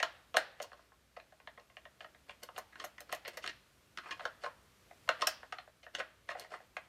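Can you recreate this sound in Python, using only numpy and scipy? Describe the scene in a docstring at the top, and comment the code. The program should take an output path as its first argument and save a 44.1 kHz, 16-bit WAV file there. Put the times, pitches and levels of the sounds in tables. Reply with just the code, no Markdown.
"""A long screwdriver backs screws out of a plastic housing on a cloth-covered workbench.
Over faint hiss and mains hum, the blade knocks home; contacts ring the hollow shell and steel shaft,
and the small workshop gives a short echo. From 0.6 s the thread grinds in brief swells and the blade
ticks in the slot. From 2.4 s come sharp snaps, then skids of the tip over the screw head.
From 4.2 s the knocks return, among hollow pops of the shell under the holding hand."""
import sys
import numpy as np
from scipy import signal
from scipy.fft import rfft, irfft
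from scipy.io import wavfile

SR = 44100
rng = np.random.default_rng(int(sys.argv[2]) if len(sys.argv) > 2 else 0)


def log_audio(samples):
    """Write samples as a 16-bit WAV file to the path given in sys.argv[1]."""
    # one column per channel
    frames = np.atleast_2d(samples).T
    # limit to full scale, then quantise
    limited = np.clip(frames, -1, 1)
    pcm = np.round(limited * 32767).astype(np.int16)
    wavfile.write(sys.argv[1], SR, pcm)


N = 303408

# Rumble and hiss spectrum: freq_hz, density_rel_db
AIR_SPECTRUM = [(20, -32), (35, -15), (60, -3.5), (100, -4.5), (200, -8.5), (400, -11.5), (620, -13),
                (850, -17.5), (1150, -14), (2000, -17), (4000, -20.5), (8000, -25.5), (14500, -29.5),
                (16000, -52)]
# Rumble and hiss envelope: time_s, level_db
AIR_ENVELOPE = [(0, -67.5), (1, -71), (2.2, -68.5), (3.2, -68), (3.8, -68), (4.7, -67), (5.05, -64.5),
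                (5.75, -70), (6.88, -68.5)]
# Housing and shaft modes: freq_hz, width_hz, gain_db
SHELL_MODES = [(501.5, 66, -8), (572, 22, -1), (629.6, 57, 2.5), (712.7, 34, -0.5), (899, 13, -9.5),
               (1063, 26, 2.5), (1192, 116, 1), (1406, 360, -7.5), (1541, 340, -3), (1666, 69, -0.5),
               (1875, 250, -3.5), (1957, 117, -3), (2320, 33, -28.5), (2680, 230, -2), (2958, 110, 0),
               (2900, 1500, -5), (3745, 210, -9), (4208, 260, -3.5), (4254, 120, -22), (5230, 46, -11),
               (5540, 87, -10.5), (6195, 130, -10), (6720, 97, -11.5), (8790, 820, -17), (11520, 370, -17),
               (13800, 480, -16)]

# Contacts, five kinds: start_s, level_rel_db, brightness_db, ring_hz, slip_s
BLADE_KNOCKS = [(.0002, -39, 2, 2120, 0.00165), (.028, -30, 3, 1674, 0.0017),
                (.3686, -25, 1.5, 1390, 0.00041), (4.2531, -35.5, -1.5, 1540, .0011),
                (4.4436, -44, -0.5, 1380, 0.0014), (4.4607, -41, -7, 1070, 0.0018),
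                (5.0898, -27, 0.5, 1360, 0.00064), (5.2224, -32.5, -7, 1110, 0.001),
                (5.2689, -34, 2.5, 1600, 0.0029), (5.5237, -41.5, 0.5, 1400, 0.0014),
                (5.9999, -37, -2, 1590, 0.0024), (6.2894, -40, -3.5, 1800, .00054),
                (6.3014, -42.5, 1, 1330, 0.006), (6.5378, -47.5, -41, 990, 0.0026),
                (6.767, -41, -0.5, 1630, 0.0013)]  # blade drops home in the screw head
SHELL_POPS = [(.342, -33, 1, 1230, 0.0014), (.3505, -35.5, -2, 1240, .0026),
              (.6008, -37.5, 0, 880, 0.00071), (.64, -54, 3, 980, 0.0027), (1.1679, -45, -1, 630, 0.0011),
              (1.3225, -56.5, -2, 630, 0.001), (1.5966, -60, 7, 1160, .0017),
              (2.0208, -57, -2, 630, 0.0045), (3.014, -56, 5, 630, 0.0009), (3.3735, -46, 7.5, 624, 0.0024),
              (4.2359, -52, -6, 1200, 0.0032), (4.436, -36.5, -2, 1090, 0.0018),
              (4.9092, -52, -15, 620, 0.0021), (5.0765, -46.5, 0, 1110, 0.0016),
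              (5.675, -55.5, -10, 630, 0.00098), (5.8298, -57, 10.5, 1480, 0.0063),
              (6.3485, -42, -22, 670, 0.0029), (6.5134, -47.5, -27, 1060, 0.0058),
              (6.6024, -55, -20, 1860, 0.00044)]  # shell gives under the hand
TIP_SKIDS = [(.365, -47.5, 8.5, 2830, 0.00028), (2.7234, -56.5, -6, 1830, .0048),
             (2.756, -50.5, -6.5, 1820, 0.00059), (2.7993, -45, 0.5, 2680, 0.0016),
             (2.9811, -50, -4, 1740, 0.0013), (3.0927, -51, -6, 1210, 0.0014),
             (3.1184, -52, 8, 2820, 0.011), (3.4235, -61, 9, 2380, .0085),
             (3.4401, -41.5, -2.5, 1710, 0.0014), (3.4615, -45.5, 3, 1660, .0015),
             (3.4758, -41.5, 2.5, 2740, 0.00035), (3.4923, -47, 1.5, 1590, 0.0029),
             (3.9738, -44.5, 0.5, 1700, 0.00096), (3.9847, -43, -4.5, 1400, 0.00059),
             (4.034, -53.5, -6, 1120, .0059), (4.0586, -47.5, -13, 1080, 0.0043),
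             (4.0908, -50, -13, 1140, 0.0023), (4.1087, -39, -1.5, 1840, 0.0033),
             (4.1222, -45, -0.5, 2850, .0024), (5.2192, -44, 9, 1410, .0015),
             (5.9497, -41, 4.5, 1560, 0.0011)]  # tip skids over the head
RELEASE_SNAPS = [(.369, -45, 4.5, 9700, 0.00066), (.6182, -67, 7.5, 6260, 0.0014),
                 (.6261, -61, 7.5, 2000, 0.00074), (2.4333, -55, 2.5, 12500, 0.00093),
                 (2.5783, -44, -8.5, 13000, 0.00036), (2.5828, -55, 1.5, 13000, 0.0017),
                 (2.8398, -45, -9.5, 2110, 0.00097), (2.845, -52.5, 1.5, 13000, 0.0022),
                 (3.0046, -56, 1, 13600, 0.00084), (3.1257, -38.5, -6, 13000, 0.0003),
                 (3.1473, -58, 2.5, 12800, 0.0019), (3.2785, -56.5, 2, 13400, 0.00095),
                 (3.3713, -47.5, -4, 2000, 0.0019), (5.2712, -45, 10, 5100, .0003),
                 (6.3965, -63, 8.5, 4200, 0.00092)]  # thread or blade breaks loose
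SLOT_TICKS = [(.7174, -56.5, -5, 1440, 0.0005), (.731, -56, -1, 1310, 0.00038),
              (.7927, -65.5, -20, 1250, 0.00038), (.9189, -66.5, -10, 1216, .001),
              (1.1646, -58.5, -1, 1850, 0.00094), (1.1991, -62, 7.5, 1800, 0.00049),
              (1.4006, -63, 1, 1420, 0.00096), (1.4734, -50, 1.5, 1960, 0.00035),
              (1.5753, -55, -6, 920, 0.0018), (1.699, -65.5, 1, 2570, .0013),
              (1.7683, -54.5, 6, 2040, 0.00028), (1.8534, -54, -1, 1990, 0.00026),
              (2.0059, -52.5, 4.5, 2710, 0.0012), (2.0446, -51.5, -0.5, 1720, 0.0012),
              (2.1473, -63, 1, 1770, 0.00065), (2.2942, -53, 6, 2880, 0.00095),
              (2.3105, -61.5, 5, 2740, 0.0018), (2.4878, -51.5, -3, 1180, 0.00035),
              (2.5626, -55.5, 7.5, 2620, 0.0016), (3.2494, -50.5, 7.5, 1690, 0.0049),
              (4.1939, -49, 0.5, 1090, 0.0027), (4.2068, -48.5, -2, 2010, 0.00041),
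              (5.4304, -52, -8, 1450, 0.00044), (5.5845, -48, 3.5, 1380, 0.0018),
              (5.8645, -52.5, -4, 1820, 0.00085), (6.369, -55, -11, 1130, 0.0006),
              (6.4468, -56, -9, 1800, 0.00045)]  # blade meets the slot flanks on a new grip
# Balance per kind: hollow_db, clack_db, tick_db, crack_db, thud_db
KNOCK_MIX_DB = (-3, 1, -8, -19, -19)
POP_MIX_DB = (-1.5, -8.5, -15.5, -29.5, -21.5)
SKID_MIX_DB = (-18.5, -1, -4, -14, -11.5)
SNAP_MIX_DB = (1, 0, -4, 1, -11.5)
TICK_MIX_DB = (-1, 0.5, -6.5, -33, -31)
# Bounds of the hollow, clack, tick and crack registers: edge_hz
REGISTER_EDGES_HZ = [440, 850, 2300, 5800, 15500]
# Register gain per dB of brightness: hollow_db, clack_db, tick_db, crack_db
BRIGHTNESS_SLOPES = [-0.047, -0.11, 1.366, 1.42]

# Workshop response: freq_hz, early_db, tail_db, tail_t60_s
ROOM_RESPONSE = [(200, 2, -18, 0.22), (566, -10, -18.5, 0.63), (1550, -5, -14.5, 0.48),
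                 (3560, -4, -13.5, 0.57), (7000, -13, -11, 0.13), (15000, -2, -16.5, 0.24)]
# Early echo decay, cloth absorbs treble first: freq_hz, t60_s
EARLY_DECAY = [(600, 0.15), (2000, 0.14), (10000, 0.089)]
# Thread rubs: centre_s, half_length_s, level_rel_db
THREAD_RUBS = [(0.623, 0.025, -58), (0.782, 0.083, -72), (2.019, 0.017, -63), (2.302, 0.015, -58),
               (2.431, 0.007, -53), (2.578, 0.023, -58.5), (2.817, 0.034, -59), (3.122, 0.033, -60.5),
               (3.283, 0.0098, -45.5), (3.345, 0.026, -63), (3.462, 0.033, -58), (4.082, 0.033, -61),
               (4.217, 0.05, -62.5), (4.446, 0.026, -56), (5.211, 0.011, -48.5), (5.952, 0.01, -54),
               (5.998, 0.014, -47.5), (6.306, 0.024, -58.5), (6.414, .035, -56.5), (6.534, 0.029, -57),
               (6.63, 0.021, -69.5)]
# Rub filter: freq_hz, gain_rel_db
RUB_SPECTRUM = [(250, 13.5), (600, -1.5), (1500, -4.5), (3000, -12), (6000, -1.5), (15000, -9)]


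def from_db(db):
    """Decibels to gain."""
    return 10 ** (np.asarray(db) / 20)


def unit_energy(x):
    """Scale to a sum of squares of one."""
    return x / np.sqrt(np.sum(x ** 2) + 1e-30)


def at_hz(points, hz, column=1):
    """Interpolate a column over log frequency."""
    points = np.array(points)
    return np.interp(np.log(np.maximum(hz, 1)), np.log(points[:, 0]), points[:, column])


def band(x, low_hz, high_hz, order):
    """Causal band-pass."""
    return signal.sosfilt(signal.butter(order, [low_hz, high_hz], "band", fs=SR, output="sos"), x)


def coloured(x, spectrum):
    """Filter by a spectrum; rms 1."""
    gain = from_db(at_hz(spectrum, np.arange(N // 2 + 1) * SR / N))
    return unit_energy(irfft(rfft(x) * gain, N)) * np.sqrt(N)


def room_tone(hum_hz=59.6, hum_rms_db=-81):
    """Soft rumble and hiss with a trace of mains hum."""
    t = np.arange(N) / SR
    envelope = from_db(np.interp(t, *np.transpose(AIR_ENVELOPE)))
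    air = envelope * coloured(rng.standard_normal(N), AIR_SPECTRUM)
    return air + from_db(hum_rms_db) * np.sqrt(2) * np.sin(2 * np.pi * hum_hz * t)


def grains(shape, rate_hz, spread_db):
    """Stick-slip jerks of random time, size and sign."""
    sizes = from_db(spread_db * np.minimum(rng.exponential(1, shape), 4)) * rng.choice([-1, 1], shape)
    return sizes * (rng.random(shape) < rate_hz / SR)


def shell(force, ring_hz, focus_db, spread_db, reach_oct=0.23):
    """Each force row drives the modes at its own spot, favouring those near ring_hz."""
    out = np.zeros_like(force)
    spots = (len(force), 1)
    for hz, width_hz, gain_db in SHELL_MODES:
        r = np.exp(-np.pi * width_hz / SR)
        mode = [1, 0, -1, 1, -2 * r * np.cos(2 * np.pi * hz / SR), r * r]
        skirt = signal.butter(1, [hz * .72, min(hz / .72, 20000)], "band", fs=SR, output="sos")[0]
        favour_db = focus_db * np.exp(-(np.log2(hz / ring_hz) / reach_oct) ** 2)
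        scatter_db = spread_db * rng.standard_normal(spots)
        weight = from_db(gain_db + favour_db + scatter_db) * rng.choice([-1, 1], spots)
        out += (1 - r * r) / 2 * weight * signal.sosfilt([mode, skirt], force + 1e-18)
    return out


def contact_rows():
    """All contacts: start_s, hollow_db, clack_db, tick_db, crack_db, thud_db, ring_hz, slip_s."""
    kinds = [(BLADE_KNOCKS, KNOCK_MIX_DB), (SLOT_TICKS, TICK_MIX_DB), (RELEASE_SNAPS, SNAP_MIX_DB),
             (TIP_SKIDS, SKID_MIX_DB), (SHELL_POPS, POP_MIX_DB)]
    rows = []
    for table, (*mix_db, thud_db) in kinds:
        for start_s, level_db, brightness_db, ring_hz, slip_s in table:
            registers_db = level_db + np.array(mix_db) + brightness_db * np.array(BRIGHTNESS_SLOPES)
            rows.append([start_s, *registers_db, level_db + thud_db, ring_hz, slip_s])
    return np.array(rows)


def contacts(rows, gain_db=-0.5, slip_db=-14.5, rattle_db=-8.5, rattle_s=0.0028):
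    """A sharp catch and a short slip ring the shell; levels are set per register."""
    t = np.arange(SR // 14) / SR
    ring_hz, slip_s = rows[:, -2:-1], np.maximum(rows[:, -1:], 4e-4)
    friction = t / slip_s * np.exp(1 - 1.09 * t / slip_s)
    force = from_db(slip_db) * grains(friction.shape, rate_hz=3600, spread_db=3.5) * friction
    force[:, 0] += .6  # catch
    rings = shell(force, ring_hz, focus_db=9.0, spread_db=1.0)
    # Many weak modes blur into a brief, grainy rattle.
    rattles = grains(rings.shape, rate_hz=13000, spread_db=8.0) * np.exp(-t / (rattle_s + slip_s / 2))
    rattles *= 1 - np.exp(-t / slip_s)
    rattles = signal.lfilter([1], [1, -.85], rattles)
    # Less crack against tick: softer contact, lower cutoff.
    hardness_db = rows[:, 4] - rows[:, 3] + 30
    cutoffs_hz = np.clip(2400 * 2 ** (hardness_db / 16), 1800, 19000)
    for k, cutoff_hz in enumerate(cutoffs_hz):
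        lowpass = signal.butter(2, cutoff_hz, fs=SR)
        rings[k], rattles[k] = signal.lfilter(*lowpass, [rings[k], rattles[k] + 1e-18])
    hits = np.zeros_like(rings)
    level_samples = SR // 100  # level = rms with the energy spread over 10 ms
    for k, (low_hz, high_hz) in enumerate(zip(REGISTER_EDGES_HZ, REGISTER_EDGES_HZ[1:])):
        ring_band = band(rings, low_hz, high_hz, order=4)
        rattle_band = band(rattles, max(low_hz, 540), high_hz, order=3)
        for hit, ring, rattle, level_db in zip(hits, ring_band, rattle_band, rows[:, k + 1]):
            blend = unit_energy(ring) + from_db(rattle_db) * unit_energy(rattle)
            hit += from_db(level_db + gain_db) * unit_energy(blend) * np.sqrt(level_samples)
    out = np.zeros(N + len(t))
    for start_s, hit in zip(rows[:, 0], hits):
        start = int(start_s * SR)
        out[start:start + len(t)] += hit
    return out[:N]


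def housing_thuds(rows, pitch_hz=328, t60_s=0.069):
    """Each push rocks the housing, which thuds through the cloth."""
    start_s, thud_db = rows[:, 0], rows[:, 5]
    pushes = np.zeros(N)
    pushes[(start_s * SR).astype(int)] = from_db(thud_db)
    r, w = from_db(-60 / (t60_s * SR)), 2 * np.pi * pitch_hz / SR
    return signal.lfilter([0, np.sin(w)], [1, -2 * r * np.cos(w), r * r], pushes + 1e-18)


def workshop_echo(x, first_echo_s=0.0015, build_up_s=0.0016):
    """Bench clutter scatters early echoes; the walls return a diffuse tail."""
    t = np.arange(SR // 4) / SR
    edges_hz = np.geomspace(170, 17000, 18)
    white = rng.standard_normal((2, N))
    arrival = np.clip(t / first_echo_s - 1, 0, 1)
    early, tail = np.zeros(len(t)), np.zeros(N)
    build_up = np.exp(-1 / (build_up_s * SR))
    for k, (low_hz, high_hz) in enumerate(zip(edges_hz, edges_hz[1:])):
        hz = np.sqrt(low_hz * high_hz)
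        early_db, tail_db, tail_t60_s = (at_hz(ROOM_RESPONSE, hz, column) for column in (1, 2, 3))
        noise = band(white[k % 2], low_hz, high_hz, order=3)
        band_share = np.sqrt(2 * (high_hz - low_hz) / SR)
        echoes = noise[-len(t):] * arrival * from_db(-60 * t / at_hz(EARLY_DECAY, hz))
        early += band_share * from_db(early_db) * unit_energy(echoes)
        # The room stores band energy and leaks it.
        power = band(x + 1e-12, low_hz, high_hz, order=3) ** 2
        retention = from_db(-120 / (tail_t60_s * SR))
        stored = signal.lfilter([1 - retention], [1, -retention], power)
        stored = signal.lfilter([1 - build_up], [1, -build_up], stored)
        tail += from_db(tail_db) * np.sqrt(stored * N) * unit_energy(noise)
    return signal.fftconvolve(x, early)[:N] + tail


def thread_grind(gain_db=3.5):
    """The thread grinds in the plastic: grains ring the shell, swelling with each twist."""
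    t = np.arange(N) / SR
    pressure = sum(from_db(level_db + gain_db) * np.exp(-((t - centre_s) / half_length_s) ** 2)
                   for centre_s, half_length_s, level_db in THREAD_RUBS)
    jerks = grains((1, N), rate_hz=460, spread_db=-2.0)
    grit = shell(jerks, ring_hz=1830, focus_db=5.5, spread_db=-5.5)[0]
    return pressure * coloured(grit, RUB_SPECTRUM)


def scene():
    """Work, echo and room tone; mono."""
    rows = contact_rows()
    work = contacts(rows) + housing_thuds(rows) + thread_grind()
    return (work + workshop_echo(work) + room_tone())[None]


def record(dry):
    """Steep low-pass at 15.9 kHz."""
    return signal.sosfilt(signal.ellip(10, .1, 80, 15900, fs=SR, output="sos"), dry)


dry = scene()
out = record(dry)
log_audio(out)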